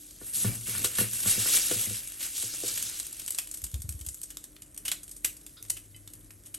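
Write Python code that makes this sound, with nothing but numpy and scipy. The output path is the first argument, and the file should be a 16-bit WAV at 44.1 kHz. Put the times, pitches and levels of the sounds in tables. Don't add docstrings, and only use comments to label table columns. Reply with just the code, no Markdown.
import sys
import numpy as np
from scipy import signal
from scipy.fft import rfft, irfft, next_fast_len
from scipy.io import wavfile
from scipy.ndimage import uniform_filter1d, map_coordinates

SR = 44100
rng = np.random.default_rng(int(sys.argv[2]) if len(sys.argv) > 2 else 0)


def dump(signal):
    limited = np.clip(np.atleast_2d(signal).T, -1, 1)
    pcm = np.round(limited * 32767).astype(np.int16)
    wavfile.write(sys.argv[1], SR, pcm)


N = 290170

# time in seconds, fine fizz level in dB, then the levels of the middle and of the
# large bubbles in dB relative to the fizz.
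STEADY_FRYING = [(0.0, -48.5, -8, -25), (0.2, -53, -6, -20), (0.6, -41, -9, -22), (1.1, -38.5, -9, -14.5),
                 (1.55, -31.5, -12, -7), (2.15, -43.5, -8, -15), (2.5, -42, -16, -11.5),
                 (2.95, -40, -3.5, -12.5), (3.1, -46.5, -5.5, -13.5), (3.44, -47, -9.5, -17),
                 (3.85, -55, -8.5, -23), (4.11, -49, -15, -32), (4.3, -55, -5, -24),
                 (4.61, -59.5, -13, -44), (4.98, -56, -10, -18), (5.25, -55, -13, -38),
                 (5.4, -55.5, -9.5, -34), (6.2, -57.5, -13, -32)]


def frying():
    # frequency in Hz, relative level in dB per Hz.
    fizz_spectrum = [(4000, -41), (6000, -11.5), (8500, -3), (10500, 6), (11500, 1), (12600, -12),
                     (13900, -33), (15100, -17.5), (16300, -73)]
    middle_spectrum = [(2000, -25), (3200, -2.5), (4500, -1.5), (6000, 1), (8000, 2), (11000, -14)]
    large_spectrum = [(500, -3), (900, -8.5), (1500, 1), (2500, 0.5), (4000, -1.5), (7000, -10)]
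    # frequency in Hz, bandwidth in Hz, level in dB re large bubbles.
    driven_modes = [(2324, 8.7, -11), (2746, 93, -7)]
    crackle = 1.5 + 0.5 * bursts(per_s=700, spread_db=2.5, t60=0.005)
    fizz = coloured(patchy(crackle * rng.standard_normal(N), 1.64), fizz_spectrum)
    middle = coloured(patchy(crackle * rng.standard_normal(N), 2.15), middle_spectrum)
    middle = middle + 0.3 * blips(500, 4605, turns=13)
    large = coloured(patchy(crackle * rng.standard_normal(N), 2.45), large_spectrum)
    large = large + 0.28 * blips(400, 2610, turns=12)
    steel = sum(amp(db) * narrow(hz, width) for hz, width, db in driven_modes)
    layers = np.sqrt(frying_power()) * [fizz, middle, large + steel]
    return amp(0.69 * wobble(24.86)) * np.sum(layers, axis=0)


def frying_power():
    # peak time in seconds, fizz level in dB, rise in seconds (at least 0.005
    # is used), hold in seconds, initial fade in dB per second, middle and large bubble levels in dB re fizz.
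    pushes = [(0.28, -37, 0.12, .01, 130, -15, -19.5), (0.346, -28.5, 0.026, 0.07, 77, -10, -22),
              (0.46, -38.5, 0.048, 0.012, 106, -10, -4.5), (0.672, -32.5, .02, 0.047, 29, -8, -12),
              (0.849, -26, 0.013, 0.0034, 530, -2.5, -11), (1.0, -26.5, 0.068, .01, 160, -10.5, -12),
              (1.13, -34.5, 0.06, 0.033, 26, -12, -22.5), (1.279, -24.5, 0.04, 0.036, 133, -7.5, -16),
              (1.539, -25, 0.3, 0.0049, 60, -2.5, -19.5), (1.799, -31, 0.27, 0.011, 62, -4, -17.5),
              (2.239, -32, 0.065, .005, 160, -7, -13.5), (2.364, -35.5, 0.067, 0.036, 31, -1.5, -16.5),
              (2.68, -34.5, 0.11, 0.016, 88, -1.5, -16), (2.83, -41, 0.028, 0.0041, 80, 3, -27)]
    rise_db, spent_db = 18.5, 12.5
    fizz_db, middle_db, large_db = curves(STEADY_FRYING)
    power = amp(2 * np.array([fizz_db, fizz_db + middle_db, fizz_db + large_db]))
    t = np.arange(N) / SR
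    for s, db, rise, hold, fade, middle_db, large_db in pushes:
        before = rise_db * np.clip((s - t) / max(rise, 0.005), 0, None)
        down = before + fade * np.clip(t - s - hold, 0, None)
        down = down + 10 * np.clip(down - spent_db, 0, None)
        power = power + amp(2 * (db + np.array([[0], [middle_db], [large_db]]) - down))
    return power


def spits():
    # start in seconds, crack level in dB, body level in dB (offset per part below), drop size 0-1.
    drops = [(0.844, -14.5, -35, .3), (0.952, -23, -41, 0.34), (0.9843, -21, -32, 0.44),
             (1.2277, -27, -39.5, .6), (1.2712, -17, -35, 0.6), (1.3967, -24, -40, 0.7),
             (1.7105, -20.5, -35.5, 0.6), (1.9424, -29, -43, 0.56), (2.0734, -29, -50, 0.17),
             (2.2035, -27, -40.5, 0.8), (2.2303, -30, -42, .1), (2.3802, -26, -52, .01),
             (2.4212, -23, -38.5, 0.7), (2.6802, -20.5, -45, 0.3), (2.757, -26, -51, 0.2),
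             (2.7755, -20, -33.5, 0.18), (2.8074, -35, -56, 0.9), (2.8256, -20, -45, 0.13),
             (2.893, -38, -44, 0.7), (2.9985, -20, -37, 0.19), (3.0516, -33, -53, .1),
             (3.067, -27.5, -56, 0.12), (3.1265, -27, -49, 0.27), (3.1929, -30.5, -46, 0.5),
             (3.2625, -21.5, -54, 0), (3.2783, -23, -41, 0.27), (3.3055, -18, -51, 0.14),
             (3.3225, -24, -52, 0), (3.3468, -23.5, -44, 0.17), (3.379, -24.5, -50, 0.07),
             (3.385, -17, -33, 0.28), (3.4179, -34, -58, 0), (3.4723, -30.5, -50, 0.18),
             (3.5131, -25, -60, 0.16), (3.5403, -25.5, -49, 0.22), (3.572, -31, -56, 0.3),
             (3.6174, -31, -59, 0.14), (3.6386, -20.5, -46, 0.43), (3.667, -31, -52, .1),
             (3.715, -34, -51, 0), (3.742, -27, -42.5, 0.15), (3.819, -26, -68, 0.13),
             (3.8911, -21, -51, 0.13), (3.924, -33, -57, 0.1), (4.011, -32, -49.5, .3),
             (4.0635, -23.5, -49, 0.24), (4.0868, -22, -61, 0.17), (4.1436, -30, -72, 0.22),
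             (4.2157, -26.5, -51, 0.08), (4.231, -24, -67, 0.38), (4.303, -32.5, -49.5, 0.36),
             (4.3708, -25.5, -45.5, 0.04), (4.44, -30, -52.5, 0.42), (4.5647, -46, -50, 0.12),
             (4.6203, -31, -51, 0.13), (4.7452, -36, -70, 0.1), (4.7637, -41, -62, .1),
             (4.7757, -28.5, -52, 0.22), (4.8502, -21.5, -38.5, 0.82), (4.88, -20, -32, 0.38),
             (4.915, -17.5, -30, 0.4), (5.0315, -31, -65, 0.3), (5.0796, -32, -51, 0.05),
             (5.0928, -36, -59, 0.15), (5.1123, -30, -68, 0.3), (5.163, -34.5, -71, 0.5),
             (5.2451, -13.5, -32, 0.5), (5.367, -32, -57, 0.2), (5.4642, -33, -50, .2),
             (5.6264, -25, -53, 0), (5.6508, -39, -50, 0.03), (5.6986, -15, -41, 0.34),
             (5.768, -29.5, -44, 0.35), (5.963, -37.5, -67, 0.15), (6.0754, -35, -49, 0.15),
             (6.1356, -33.5, -61, 0.1), (6.306, -44.5, -52, 0.16), (6.4584, -35.5, -56, 0.8),
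             (6.5423, -24, -43.5, 0.27)]
    # frequency in Hz, relative level in dB per Hz.
    crack_spectrum = [(2000, -18), (4000, -12), (7000, 2), (9000, 7), (12000, 5.5), (13500, -87),
                      (16000, -43)]
    body_spectrum = [(500, -13), (1200, -6.5), (2200, -3), (3500, -5), (5500, -3), (8000, -15.5)]
    centre_hz, pitch_spread = np.array([9700, 3360]), 0.16
    snap_db, snap_hz = -7.5, 7000
    crack_gain, body_gain, bubbles = np.zeros((3, N + SR))
    t = np.arange(SR // 4) / SR
    for s, db, body_db, size in drops + small_spits():
        hz, body_hz = centre_hz * np.exp(pitch_spread * np.clip(rng.standard_normal(2), -2, 2))
        size = np.clip(size, 0, 1)
        fall = amp(-60 * t / (0.0085 + 0.093 * size)) + 0.16 * amp(-60 * t / 0.093)
        shape = fall * (1 - np.exp(-t / (0.0001 + 0.0069 * size ** 2)))
        snap = amp(db + snap_db - 8.8 * size) * np.sin(2 * np.pi * snap_hz * t) * np.exp(-1.2 * snap_hz * t)
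        rings = amp(db - 14) * resonant(hz, 13.3, len(t))
        rings = rings + amp(body_db + 1.5) * resonant(body_hz, 4.2, len(t))
        at = round(s * SR)
        crack_gain[at:][:len(t)] += shape * amp(db - 5)
        body_gain[at:][:len(t)] += shape * amp(body_db - 1.5)
        bubbles[at:][:len(t)] += shape * rings + snap
    crack = crack_gain[:N] * coloured(rng.standard_normal(N), crack_spectrum)
    body = body_gain[:N] * coloured(rng.standard_normal(N), body_spectrum)
    return amp(1.5 * wobble(350)) * (crack + bubbles[:N] + body)


def small_spits():
    per_s, crack_db, body_db = 14, 10.5, -18.5
    when, luck, size = rng.random((int(per_s * N / SR), 3)).T
    db = curves(STEADY_FRYING)[0][(when * N).astype(int)] + crack_db + 8 * (luck - 0.5)
    return list(zip(when * N / SR, db, db + body_db, 0.21 * size))


def spatula():
    # start in seconds, boom, rim and clack levels in dB (offset per mode set below).
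    knocks = [(0.213, -51, -47, -39.5), (0.445, -26, -35, -23.5), (0.682, -42.5, -47, -48),
              (0.75, -49, -59, -28), (0.814, -43, -59, -48), (0.844, -60, -34, -23.5),
              (0.985, -31.5, -36, -20.5), (1.009, -31, -35, -27), (1.257, -35, -42.5, -28),
              (1.375, -34.5, -41, -54), (1.457, -51, -43, -26.5), (1.711, -42, -28.5, -30.5),
              (1.757, -38, -53, -55), (1.868, -38, -51, -48), (1.907, -41.5, -44, -55),
              (2.432, -46.5, -47, -43.5), (2.634, -48.5, -33.5, -37), (2.712, -63, -54, -46),
              (2.833, -53, -73, -59)]
    # frequency in Hz, relative level in dB, 60 dB decay time in seconds.
    lowest_pair = [(103.8, 4, 0.19), (114.2, 1.5, 0.5)]
    next_modes = [(201, 2.5, 0.13), (248, -6, 0.13)]
    rim_modes = [(313.5, 6, 0.045), (394, 0.5, 0.1), (497.5, 2.5, 0.11), (673, -0.5, 0.05)]
    blade_modes = [(925, 0.5, 0.023), (1157, -1, 0.041), (1442, -1, 0.069), (1770, 0, 0.047)]
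    # loudest time in seconds, rumble level in dB before the 12 dB cut below.
    strokes = [(0.49, -27.5), (0.8, -32), (1.3, -32.5), (2.79, -45)]
    rise, fall = 117, 150
    out, t = np.zeros(N + SR), np.arange(SR // 2) / SR
    for s, boom_db, rim_db, clack_db in knocks:
        low = amp(boom_db - 3) * ring(lowest_pair, t, 0.0034)
        low = low + amp(boom_db - 1.0) * ring(next_modes, t, 0.0017)
        high = amp(rim_db - 3.5) * ring(rim_modes, t, 0.0012)
        high = high + amp(clack_db - 10.5) * ring(blade_modes, t, 0.0014)
        out[round(s * SR):][:len(t)] += low + high
    t = np.arange(N) / SR
    drag = sum(amp(db - np.maximum(rise * (s - t), fall * (t - s))) for s, db in strokes)
    murmur = sum(amp(db) * narrow(hz, 39) for hz, db, _ in lowest_pair + next_modes)
    return out[:N] + amp(-12.0) * drag * unit(murmur)


def plate():
    # frequency in Hz, relative level in dB, 60 dB decay time in seconds.
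    china_modes = [(2060, -2, 0.05), (2600, -9, 0.15), (3040, 2, 0.081), (3950, -4, .04), (4840, -7, .06)]
    # start in seconds, level in dB.
    taps = [(5.25, -59), (5.705, -51), (5.762, -52), (5.945, -50)]
    # start in seconds, nominal length in seconds (the fade ends at 1.2 times it), level in dB.
    wet_rub = (5.567, .05, -49)
    # frequency in Hz, bandwidth in Hz, relative level in dB.
    rub_resonances = [(1340, 150, -3), (2590, 120, -28), (3680, 210, 4), (4900, 280, -1)]
    out, t = np.zeros(N + SR), np.arange(SR // 4) / SR
    for s, db in taps:
        out[round(s * SR):][:len(t)] += amp(db) * ring(china_modes, t, 0.0008)
    s, length, db = wet_rub
    u = (np.arange(N) / SR - s) / length
    stroke = np.clip(u * 12, 0, 1) * np.clip((1.2 - u) * 0.65, 0, 1)
    squeak = unit(sum(amp(g) * narrow(hz, width) for hz, width, g in rub_resonances))
    return out[:N] + amp(db) * stroke * squeak


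def thuds():
    # start in seconds, level in dB before the 6.5 dB lift below, nominal pitch in Hz (it glides from
    # 1.85 to 0.76 times this), rise to the envelope's peak in seconds (at least 0.004 is used).
    low_thuds = [(3.626, -38, 69, 0.018), (3.733, -27.5, 79, 0.018), (3.789, -36, 75, 0.013),
                 (3.84, -33.5, 88, 0.013), (3.882, -33, 87, 0.018), (3.942, -35, 75.4, 0.014),
                 (4.003, -38, 74, 0.015), (4.065, -37.5, 73.6, 0.015), (4.108, -47, 67, 0.0088)]
    out, t = np.zeros(N + SR), np.arange(SR // 8) / SR
    for s, db, hz, rise in low_thuds:
        u = 2 * t / max(rise, 0.004)
        cycles = hz * (0.763 * t + 0.012 * (1 - np.exp(-t / 0.011)))
        tone = np.sin(2 * np.pi * cycles) + 0.068 * resonant(190, 9.6, len(t))
        out[round(s * SR):][:len(t)] += amp(db + 6.5) * u ** 2 * np.exp(-u) * tone
    return out[:N]


def extractor():
    # frequency in Hz, relative level in dB per Hz.
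    airflow_spectrum = [(25, -48), (40, 4.5), (60, -1), (120, -4), (230, -10), (300, -5), (430, -15.5),
                        (640, -17), (800, -26.5), (1000, -25.5), (2000, -24), (4000, -37), (7000, -76)]
    # frequency in Hz, level in dB.
    steady_hums = [(43.1, -65), (301.5, -68.5)]
    # start in seconds, frequency in Hz, level in dB.
    late_hum = (5.55, 101, -61.5)
    air_db, gusts_db = -59.5, 1.2 * wobble(6)
    air = amp(air_db + gusts_db) * coloured(rng.standard_normal(N), airflow_spectrum)
    s, hz, db = late_hum
    late = amp(db) * hum(hz, 2.5) * np.clip((np.arange(N) / SR - s) / 0.14, 0, 1)
    return air + late + sum(amp(db) * hum(hz, 2.4) for hz, db in steady_hums)


def kitchen(x):
    # frequency in Hz, 60 dB decay time in seconds.
    decay_times = [(200, 0.31), (2000, 0.24), (10000, 0.24)]
    hz, t, z = signal.stft(rng.standard_normal(SR // 2), SR, nperseg=256)
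    decay = amp(-60 * t / along(decay_times, hz)[:, None])
    tail = signal.istft(z * decay, SR, nperseg=256)[1]
    return signal.fftconvolve(np.pad(x, (300, 0)), tail / np.linalg.norm(tail))[:N]


def ring(modes, t, attack):
    tones = 0
    for k, (hz, db, t60) in enumerate(modes):
        gain = (-1) ** k * amp(db + rng.normal(0, 1.5) - 60 * t / t60)
        tones = tones + gain * np.sin(2 * np.pi * hz * t)
    return tones * (1 - np.exp(-t / attack))


def bursts(per_s, spread_db, t60):
    starts = (rng.random(N) < per_s / SR) * amp(spread_db * rng.exponential(1, N))
    return unit(signal.lfilter([1], [1, -amp(-60 / (t60 * SR))], starts))


def blips(per_s, hz, turns):
    count = int(per_s * N / SR)
    when, pitch, size = rng.random(count), rng.standard_normal(count), rng.standard_normal(count)
    k = np.arange(256)
    f = hz * np.exp(0.3 * pitch[:, None]) / SR
    tones = np.sin(2 * np.pi * f * k * (1 + 0.004 * k * f))
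    rings = amp(3 * size[:, None]) * np.exp(-k * f / turns) * tones
    at = (when[:, None] * N).astype(int) + k
    return unit(np.bincount(at.ravel(), rings.ravel(), N + len(k))[:N])


def patchy(x, depth_db):
    z = signal.stft(x, nperseg=256)[2]
    field = uniform_filter1d(rng.standard_normal(z.shape), 10, 0)
    field = uniform_filter1d(field, 8, 1)
    return signal.istft(z * amp(depth_db * unit(field)), nperseg=256)[1][:N]


def hum(hz, waver_db):
    phase = 2 * np.pi * hz * np.arange(N) / SR + 0.79 * wobble(6.3)
    return np.sqrt(2) * np.sin(phase) * amp(waver_db * wobble(7.4))


def resonant(hz, sharpness, count):
    return unit(signal.lfilter(*signal.iirpeak(hz, sharpness, SR), rng.standard_normal(count)))


def narrow(hz, width_hz):
    def response(f):
        return 1j * f * width_hz / (hz * hz - f * f + 1j * f * width_hz)
    return unit(filtered(rng.standard_normal(N), response))


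def coloured(x, spectrum):
    return unit(filtered(x, lambda hz: amp(along(spectrum, hz))))


def filtered(x, response):
    m = next_fast_len(N + SR // 2)
    return irfft(rfft(x, m) * response(np.fft.rfftfreq(m, 1 / SR)), m)[..., :N]


def wobble(rate):
    knots = rng.standard_normal(int(N * rate / SR) + 4)
    return map_coordinates(knots, [np.arange(N) * rate / SR])


def curves(rows):
    s, *cols = np.transpose(rows)
    return [np.interp(np.arange(N) / SR, s, c) for c in cols]


def along(points, hz):
    f, v = np.transpose(points)
    return np.interp(np.log(hz + 1), np.log(f + 1), v)


def amp(db):
    return 10 ** (np.asarray(db) / 20)


def unit(x):
    return x / np.sqrt(np.mean(x ** 2) + 1e-20)


def scene():
    # frequency in Hz, left-right likeness 0-1.
    likeness = [(60, .96), (400, .88), (700, .6), (950, .4), (1300, .85), (2000, .998), (3200, .96),
                (4500, .993), (8600, .99), (9200, .82), (10200, .98), (11500, .85), (12000, .99),
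                (12900, .5), (13600, .9), (14500, .4), (15100, .99)]
    near = spits() + spatula() + plate()
    mid = near + amp(-9) * kitchen(near) + frying() + thuds() + extractor()
    scatter = rng.standard_normal(3000) * amp(-np.arange(3000) / 75)
    other = signal.fftconvolve(mid, scatter / np.linalg.norm(scatter))[:N]

    def turn(hz):
        return np.arccos(np.clip(along(likeness, hz), -1, 1)) / 2

    same = filtered(mid, lambda hz: np.cos(turn(hz)))
    apart = filtered(other, lambda hz: np.sin(turn(hz)))
    return np.array([same + apart, same - apart])


def record(dry):
    # frequency in Hz, left minus right level in dB.
    level_difference = [(60, 1.5), (160, 2.5), (450, 3.5), (1300, 2.5), (2100, 0)]
    # frequency in Hz, phase by which left leads in radians.
    phase_lead = [(100, 0), (8850, 0), (9250, -1.5), (10250, -3.14), (11000, -4.4), (11900, -6.28),
                  (13000, -6.6), (13250, -9.42), (14350, -9.6), (14750, -12.3), (15200, -12.57)]
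    top_hz = 15900
    half = np.array([[0.5], [-0.5]])

    def response(hz):
        gain = amp(half * along(level_difference, hz))
        return gain * np.exp(1j * half * along(phase_lead, hz)) * (hz < top_hz)

    return filtered(dry, response)


dry = scene()
out = record(dry)
dump(out)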